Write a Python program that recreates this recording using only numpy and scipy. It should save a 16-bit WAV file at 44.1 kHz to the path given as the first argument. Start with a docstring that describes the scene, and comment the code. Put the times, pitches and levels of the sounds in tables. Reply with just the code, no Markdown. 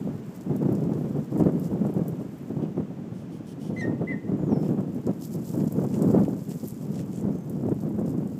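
"""Goats are herded round a dirt pen on a breezy day, heard through one microphone.
From the start, filtered noise gives open air and gusts, pressure pulses slap the microphone,
and showers of clicks make straw crackle and snap under the hooves. Hooves soon scuff dirt too.
Then a bird gives five rasps of grainy hiss, two falling chirps and a thin sliding whistle.
The herd trots close by, densest of all, and crunches clods; a last whistle slides down late on."""
import sys
import numpy as np
from scipy import signal
from scipy.fft import rfft, irfft, next_fast_len
from scipy.io import wavfile
from scipy.ndimage import uniform_filter1d

SR = 44100
rng = np.random.default_rng(int(sys.argv[2]) if len(sys.argv) > 2 else 0)


def wav_out(sig):
    """Save sig, one row per channel (or a flat mono array), as 16-bit PCM at SR to the path in sys.argv[1]."""
    wavfile.write(sys.argv[1], SR, np.round(np.clip(np.atleast_2d(sig).T, -1, 1) * 32767).astype(np.int16))


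N = 369999
TIME = np.arange(N) / SR


def amp(db):
    """Level law: decibels to amplitude ratio."""
    return 10 ** (np.asarray(db) / 20)


def evened(x):
    """Normalization: scales a signal to rms 1."""
    return x / np.sqrt(np.mean(x ** 2) + 1e-20)


def curve(rows):
    """Linear interpolation: joins (t/s, value) rows by straight lines."""
    return np.interp(TIME, *np.transpose(rows))


def add(mix, s, sound):
    """Superposition: sums a sound into the mix from time s."""
    part = mix[max(round(s * SR), 0):][:len(sound)]
    part += sound[:len(part)]


def colour(x, spectrum, size=4096):
    """Minimum-phase filtering: a causal response of unit energy follows the shape of (f/Hz, level/dB) rows."""
    f, db = np.transpose(spectrum)
    hz = abs(np.fft.fftfreq(size, 1 / SR))
    log_gain = np.log(amp(np.interp(np.log(hz + 1), np.log(f), db)))
    # the Hilbert transform of the log gain supplies the minimum phase
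    response = np.exp(np.conj(signal.hilbert(log_gain)))
    ring = np.fft.ifft(response).real[:size // 2]
    return signal.oaconvolve(x, ring / np.linalg.norm(ring))[:len(x)]


def wander(rate_hz):
    """Random modulation: noise of rms 1 under a Gaussian low-pass, down to 1/e in amplitude at rate_hz."""
    size = next_fast_len(N, True)
    hz = np.fft.rfftfreq(size, 1 / SR)
    spectrum = rfft(rng.standard_normal(size)) * np.exp(-(hz / rate_hz) ** 2)
    return evened(irfft(spectrum, size)[:N])


def steadied(x, span_s):
    """Power regulation: keeps the fine grain of x but holds its sliding mean power near 1."""
    window = signal.windows.hann(int(span_s * SR))
    power = signal.oaconvolve(x ** 2, window / window.sum(), "same")
    return x / np.sqrt(abs(power) + 1e-9)


def swells(rows, rise):
    """Power addition of uncorrelated sources: Gaussian swells, 10 dB down at both ends of their length.

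    rise is the share of the length spent building up."""
    power = np.zeros(N)
    for s, length, db in rows:
        near = slice(max(int((s - 2 * length) * SR), 0), int((s + 2 * length) * SR))
        u = (TIME[near] - s) / length
        side = np.where(u < 0, rise, 1 - rise)
        power[near] += amp(db - 10 * (u / side) ** 2) ** 2
    return power


def grains(per_s):
    """Shot noise: clicks of random sign at random moments, a few of them large."""
    size = amp(4 * np.minimum(rng.exponential(1, N), 2.5))
    sign = rng.choice([-1., 1.], N)
    return size * sign * (rng.random(N) < per_s / SR)


def focused(material, centre_hz):
    """Resonant emphasis: a material's spectrum fades per octave away from the piece's own brightest pitch."""
    slope_db = 11  # per octave
    return [(hz, db - slope_db * abs(np.log2(hz / centre_hz))) for hz, db in material]


# spectral shape of the open air: (f/Hz, level/dB)
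AIR_SPECTRUM = [(30, -3), (200, 28), (600, 13.5), (1800, 0), (3000, -4.5), (4000, -10.5), (7500, -11.5),
                (9800, -20), (15500, -17.5)]


def air(level_db=-47.0, fade_db_per_s=0.61):
    """Broadband noise: the soft rush of open fields, its level easing linearly in decibels."""
    level = level_db - fade_db_per_s * (TIME - TIME.mean())
    return amp(level) * colour(rng.standard_normal(N), AIR_SPECTRUM)


# gusts that drive both eddy sizes: (peak t/s, length t/s, driving level/dB)
GUST_ROWS = [(0.075, 0.26, -31), (0.522, 0.14, -25), (0.631, 0.064, -22.5), (0.69, 0.13, -23),
             (0.88, 0.52, -26), (1.168, 0.081, -25), (1.421, 0.25, -22), (1.412, 0.043, -21.5),
             (1.473, 0.044, -20.5), (1.587, 0.28, -28.5), (1.735, 0.082, -25.5), (1.844, 0.18, -24.5),
             (1.985, 0.1, -24), (2.092, 0.14, -29), (2.212, 0.093, -31), (2.508, 0.023, -28),
             (2.599, 0.19, -28), (2.794, 0.067, -25.5), (3.0, 0.96, -38.5), (3.412, 0.024, -32),
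             (3.713, 0.29, -31), (3.883, 0.16, -25), (4.022, 0.07, -24.5), (4.121, 0.12, -30),
             (4.312, 0.11, -25.5), (4.53, 0.5, -25.5), (4.517, 0.049, -25), (4.708, 0.037, -24),
             (4.79, 0.088, -27.5), (4.92, 0.88, -33), (5.081, 0.05, -21), (5.382, 0.13, -30),
             (5.599, 0.21, -24), (5.809, 0.18, -23), (6.075, 0.34, -20.5), (6.172, 0.086, -17.5),
             (6.291, 0.23, -27.5), (6.515, 0.16, -33), (6.641, 0.029, -26.5), (6.94, 0.48, -31),
             (7.27, 0.22, -25.5), (7.541, 0.27, -30), (7.67, 0.17, -27), (7.718, 0.029, -21.5),
             (7.861, 0.22, -27.5), (8.005, 0.087, -25), (8.13, 0.4, -27.5)]
# spectral shape of the large rumbling eddies: (f/Hz, level/dB)
BUFFET_SPECTRUM = [(50, -61), (75, -22.5), (105, -10.5), (145, -1), (185, 1), (270, -7), (420, -18.5),
                   (700, -36), (2500, -76), (6000, -78)]
# spectral shape of the small ragged eddies: (f/Hz, level/dB)
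FLUTTER_SPECTRUM = [(60, -52.5), (160, 6), (300, 8), (560, -4.5), (1300, -26), (2500, -45), (6000, -59.5)]
# extra level of the ragged flutter, highest in the gusts from about 2.6 to 4.3 s: (t/s, level/dB)
FLUTTER_TRIM = [(1.5, 1), (2.6, 3.5), (4.3, 2.7), (5.6, 0.5)]


def wind(breeze_db=-41, body_growth=0.88, flutter_db=-38.0, flutter_growth=1.4, lumpy_db=3.0, ragged_db=4.5):
    """Turbulent pressure: large eddies rumble; small ones grow faster with the gust and brighten it.

    Growths are in dB per dB of gust; the breeze is a steady driving power under the gusts."""
    gust_db = 10 * np.log10(amp(breeze_db) ** 2 + swells(GUST_ROWS, rise=.42))
    surge_db = gust_db - gust_db.mean()
    lumps = wander(rate_hz=42.0)

    body = steadied(colour(rng.standard_normal(N), BUFFET_SPECTRUM), span_s=.05)
    body = steadied(body * amp(lumpy_db * lumps), span_s=.28)
    rumble = body * amp(gust_db.mean() + body_growth * surge_db)

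    churn = 2 * np.tanh(evened(lumps + wander(rate_hz=92)) / 2)  # soft limit on the raggedness
    ragged = rng.standard_normal(N) * amp(ragged_db * churn)
    flutter = steadied(colour(ragged, FLUTTER_SPECTRUM), span_s=.07)
    return rumble + flutter * amp(flutter_db + flutter_growth * surge_db + curve(FLUTTER_TRIM))


# spectral shape of dry straw, shared by rustle and snaps: (f/Hz, level/dB)
STRAW_SPECTRUM = [(500, -32), (2200, -18), (3100, -2.5), (3900, -5.5), (5000, -0.5), (6200, -1.5),
                  (7400, 3.5), (10000, -5), (11700, 2.5), (15000, -0.5)]
# bustle of the herd on the straw, loudest as it trots close by: (t/s, level/dB before the trim)
BUSTLE_CURVE = [(0.0, -72.5), (1.1, -69.5), (2.4, -71.5), (2.9, -76.5), (4.2, -75), (5.16, -70),
                (5.24, -64.5), (6.7, -65.5), (7.3, -70.5), (8.38, -69.5)]
# heavier footfalls that crush the straw: (peak t/s, length t/s, level/dB before the trim)
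FOOTFALL_ROWS = [(0.35, 0.037, -61.5), (1.39, 0.039, -59.5), (1.625, 0.088, -61.5), (4.625, 0.15, -66),
                 (5.225, 0.096, -57.5), (5.325, 0.057, -57), (5.48, 0.22, -60), (5.675, 0.028, -61),
                 (6.09, 0.12, -62.5), (6.515, 0.22, -62), (6.66, 0.084, -56.5), (6.83, 0.062, -62.5),
                 (7.81, 0.049, -65.5), (8.08, 0.072, -66)]


def straw(level_db=7.0, clump_db=4.5, step_db=2.0, still_db=-76.0, rub=.6, tick=.22):
    """Crackling noise: stalks of many sizes crackle and tick over a soft rub, swelling with each footfall."""
    crackle, ticks, t = np.zeros(N), np.zeros(N), np.arange(SR // 50) / SR
    for hz in np.geomspace(5000, 15000, 5):  # one brightest pitch per stalk size
        stalk = focused(STRAW_SPECTRUM, hz)
        clumps = amp(clump_db * wander(rate_hz=59))
        crackle += colour(grains(per_s=450) * clumps, stalk)
        crack = rng.standard_normal(len(t)) * np.exp(-t / .0007)
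        ticks += colour(signal.oaconvolve(grains(per_s=10), crack)[:N], stalk)
    rubbing = rub * colour(rng.standard_normal(N), STRAW_SPECTRUM)
    rustle = (evened(crackle) + rubbing) * amp(step_db * wander(rate_hz=18))
    # bustle weaker than still_db adds nothing
    bustle_power = np.maximum(amp(2 * curve(BUSTLE_CURVE)) - amp(2 * still_db), 0)
    press = np.sqrt(bustle_power + swells(FOOTFALL_ROWS, rise=.29))
    return (steadied(rustle, span_s=.25) + tick * evened(ticks)) * press * amp(level_db)


# eddies that slap the microphone: (t/s, peak level/dB before trim and high-pass)
SLAP_ROWS = [(0.075, -15), (4.559, -15.5), (5.094, -13), (6.148, -1.5), (6.282, -10), (7.688, -10),
             (8.015, -12.5)]


def slaps(width_s=0.00053, level_db=-6.0):
    """Pressure pulse: an eddy crossing the port makes a quick rounded dip, then its rebound."""
    out, t = np.zeros(N), np.arange(-SR // 100, SR // 100) / SR
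    u = t / width_s
    push = np.sin(u) / np.cosh(u / 1.6) ** 2
    for s, db in SLAP_ROWS:
        add(out, s + t[0], amp(db + level_db) * push / push.max())
    return signal.sosfilt(signal.butter(2, 130, "highpass", fs=SR, output="sos"), out)


# stalks that snap under a hoof: (t/s, level/dB before the trim, brightest f/Hz)
SNAP_ROWS = [(0.3651, -39, 13900), (0.41, -39, 5590), (0.564, -34.5, 11000), (0.7248, -36.5, 11900),
             (0.7514, -36.5, 6250), (0.935, -38.5, 4460), (1.377, -37, 9500), (1.597, -34, 12000),
             (1.645, -38, 7310), (1.8685, -40, 9500), (1.94, -38, 11000), (2.082, -26.5, 14200),
             (4.947, -41, 11900), (5.067, -36, 6200), (5.213, -35, 12400), (5.6421, -36, 11300),
             (5.7233, -29, 11600), (5.839, -37, 7050), (5.866, -40, 8000), (5.943, -38, 6000),
             (6.022, -27, 8400), (6.676, -29, 11000), (6.684, -29, 10000), (6.742, -39, 8160),
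             (7.159, -36.5, 7500), (7.2105, -39, 7450), (7.497, -30.5, 12100), (7.638, -49, 11900),
             (7.6943, -41, 7500), (7.744, -42, 11000), (8.061, -40, 8000), (8.275, -44, 7500)]


def snaps(level_db=-8.5, crack_s=0.0012, splinter_s=0.013, splinter=0.18):
    """Brittle fracture: a breaking stalk cracks in a fast-decaying burst with a few slower splinters."""
    out, t = np.zeros(N), np.arange(SR // 10) / SR
    for s, db, hz in SNAP_ROWS:
        splinters = splinter * np.exp(-t / splinter_s) * rng.exponential(1, len(t))
        burst = rng.standard_normal(len(t)) * (np.exp(-t / crack_s) + splinters)
        add(out, s, amp(db + level_db) * colour(burst, focused(STRAW_SPECTRUM, hz)))
    return out


def strokes(rows, spectrum, grain_db, grain_hz):
    """Amplitude modulation: short swells of hiss, grainy at random rates up to about grain_hz."""
    swell = np.zeros(N)
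    for s, length, db in rows:
        add(swell, s - length / 2, amp(db) * signal.windows.tukey(int(length * SR), .8))
    grainy = rng.standard_normal(N) * amp(grain_db * wander(grain_hz))
    return swell * evened(colour(grainy, spectrum))


# spectral shape of dirt, shared by scuffs and clods: (f/Hz, level/dB)
DIRT_SPECTRUM = [(400, -28), (1500, 14), (3000, 11), (3900, 1.5), (5200, 2), (7600, 4), (15000, -5)]
# hooves scuffing dirt: (middle t/s, length t/s, level/dB, brightest f/Hz)
SCUFF_ROWS = [(2.635, 0.1, -62, 2780), (4.668, 0.12, -62, 3000), (5.96, 0.12, -57, 7000),
              (6.515, 0.069, -58, 6000), (6.98, 0.16, -55.5, 6000), (7.157, 0.15, -57, 7000)]


def scuffs():
    """Sliding friction: hooves drag through dirt, dull on packed ground and brighter on loose grit."""
    out = np.zeros(N)
    for s, length, db, hz in SCUFF_ROWS:
        out += strokes([(s, length, db)], focused(DIRT_SPECTRUM, hz), grain_db=4.0, grain_hz=250)
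    return out


# the bird's rasps: (middle t/s, length t/s, level/dB)
RASP_ROWS = [(3.19, 0.16, -64.5), (3.35, 0.13, -63.5), (3.5, 0.12, -59), (3.65, 0.16, -58),
             (3.8, 0.24, -65)]
# spectral shape of a rasp: (f/Hz, level/dB)
RASP_SPECTRUM = [(1500, -29), (2600, -4), (3050, 6.5), (3900, -3), (5300, 0.5), (11000, -4.5), (15000, -13)]


def rasps():
    """Noise source: the rasping call is finely grained, filtered hiss."""
    return strokes(RASP_ROWS, RASP_SPECTRUM, grain_db=1.0, grain_hz=300)


def song(rows, waver, overtones_db=()):
    """Frequency modulation: a gliding tone wavers and flutters; pressed notes gain hoarse harmonics."""
    hoarse, flutter_db, break_db = .018, 1.2, 4  # hoarse and waver: rms share of the pitch
    s, *columns = np.transpose(rows)
    t = np.arange(s[0], s[-1], 1 / SR)
    hz, db, *press = (np.interp(t, s, c) for c in columns)
    jitter, shimmer, breaks = evened(uniform_filter1d(rng.standard_normal((3, len(t))), size=80))
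    phase = 2 * np.pi * np.cumsum(hz * (1 + waver * jitter)) / SR
    tone = np.sin(phase)
    if press:
        rough = 2 * np.pi * np.cumsum(hz * (1 + hoarse * jitter)) / SR
        harmonics = sum(amp(level) * np.sin(k * rough) for k, level in enumerate(overtones_db, 2))
        tone = tone + amp(press[0]) * evened(amp(break_db * breaks)) * harmonics
    level = np.sqrt(2) * amp(db + flutter_db * shimmer)  # sqrt(2): a sine's peak over its rms
    return s[0], level * tone * signal.windows.tukey(len(t), .08)


# one table a chirp: (t/s, pitch f/Hz, level/dB, overtone level/dB)
CHIRP_TABLES = [
    [(3.762, 2003, -42.5, -28), (3.79, 2050, -41, -24), (3.809, 2030, -41.5, -10),
     (3.817, 1900, -31.5, -23), (3.824, 1846, -42, -12), (3.84, 1850, -34.5, -31), (3.88, 1860, -54, -28)],
    [(4.07, 1890, -48, -52), (4.078, 2033, -38.5, -53), (4.122, 2016, -34.5, -56),
     (4.132, 1860, -38.5, -34), (4.16, 1825, -52, -38)],
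]


def chirps():
    """Harmonic series: falling tones whose overtones come and go with the press of the voice."""
    out = np.zeros(N)
    for rows in CHIRP_TABLES:
        add(out, *song(rows, waver=.003, overtones_db=(0.5, 0.0, -7, -24)))
    return out


# one table a thin whistle: (t/s, pitch f/Hz, level/dB)
WHISTLE_TABLES = [
    [(4.37, 7180, -73), (4.475, 6850, -71), (4.517, 5560, -63.5), (4.55, 5370, -64), (4.7, 5250, -71.5)],
    [(7.32, 6520, -73), (7.45, 6200, -70)],
]


def whistles():
    """Pure tone: thin whistles with no overtones slide down in pitch."""
    out = np.zeros(N)
    for rows in WHISTLE_TABLES:
        add(out, *song(rows, waver=.009))
    return out


def yard(x, echo_s=0.044, echo_db=-20):
    """Reverberation: quick scatter from ground and trees, one weak echo, and a diffuse far tail, all dulled."""
    near_t60, far_t60 = .1, .6  # s to decay by 60 dB
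    far_db, wet_db, dull_hz = -5, -9, 3000
    t = np.arange(SR) / SR
    taps = rng.choice([-1., 1.], SR) * (rng.random(SR) < 2000 / SR) * (t > .008)
    tail = taps * (amp(-60 * t / near_t60) + amp(far_db - 60 * t / far_t60))
    wet = amp(wet_db) * signal.oaconvolve(x, tail / np.linalg.norm(tail))[:N]
    add(wet, echo_s, amp(echo_db) * x)
    return signal.sosfilt(signal.butter(1, dull_hz, fs=SR, output="sos"), wet)


def birds():
    """Direct and reflected sound: calls from the trees round the pen, with the yard's reply."""
    calls = rasps() + chirps() + whistles()
    return calls + yard(calls)


# hooves landing on hard clods: (t/s, level/dB before the trim)
KNOCK_ROWS = [(5.6032, -45), (5.941, -40), (6.25, -43), (6.53, -50), (6.9925, -41)]


def knocks(level_db=-9.0, crush_s=0.0066):
    """Impact and crushing: a hoof on a hard clod gives a short, gritty, decaying crunch."""
    out, t = np.zeros(N), np.arange(SR // 20) / SR
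    for s, db in KNOCK_ROWS:
        grit = rng.laplace(size=len(t)) * np.exp(-t / crush_s)
        add(out, s, amp(db + level_db) * colour(grit, DIRT_SPECTRUM))
    return out


def scene():
    """Superposition: open air, wind, herd and birds sum at one microphone."""
    hooves = straw() + snaps() + scuffs() + knocks()
    return (air() + wind() + slaps() + hooves + birds())[None]


def record(dry, edge_hz=15520):
    """Band limiting: a linear-phase low-pass sets the recorder's upper edge."""
    lowpass = signal.firwin(511, edge_hz, window=("kaiser", 9), fs=SR)
    return signal.oaconvolve(dry, lowpass[None], "same")


dry = scene()
out = record(dry)
wav_out(out)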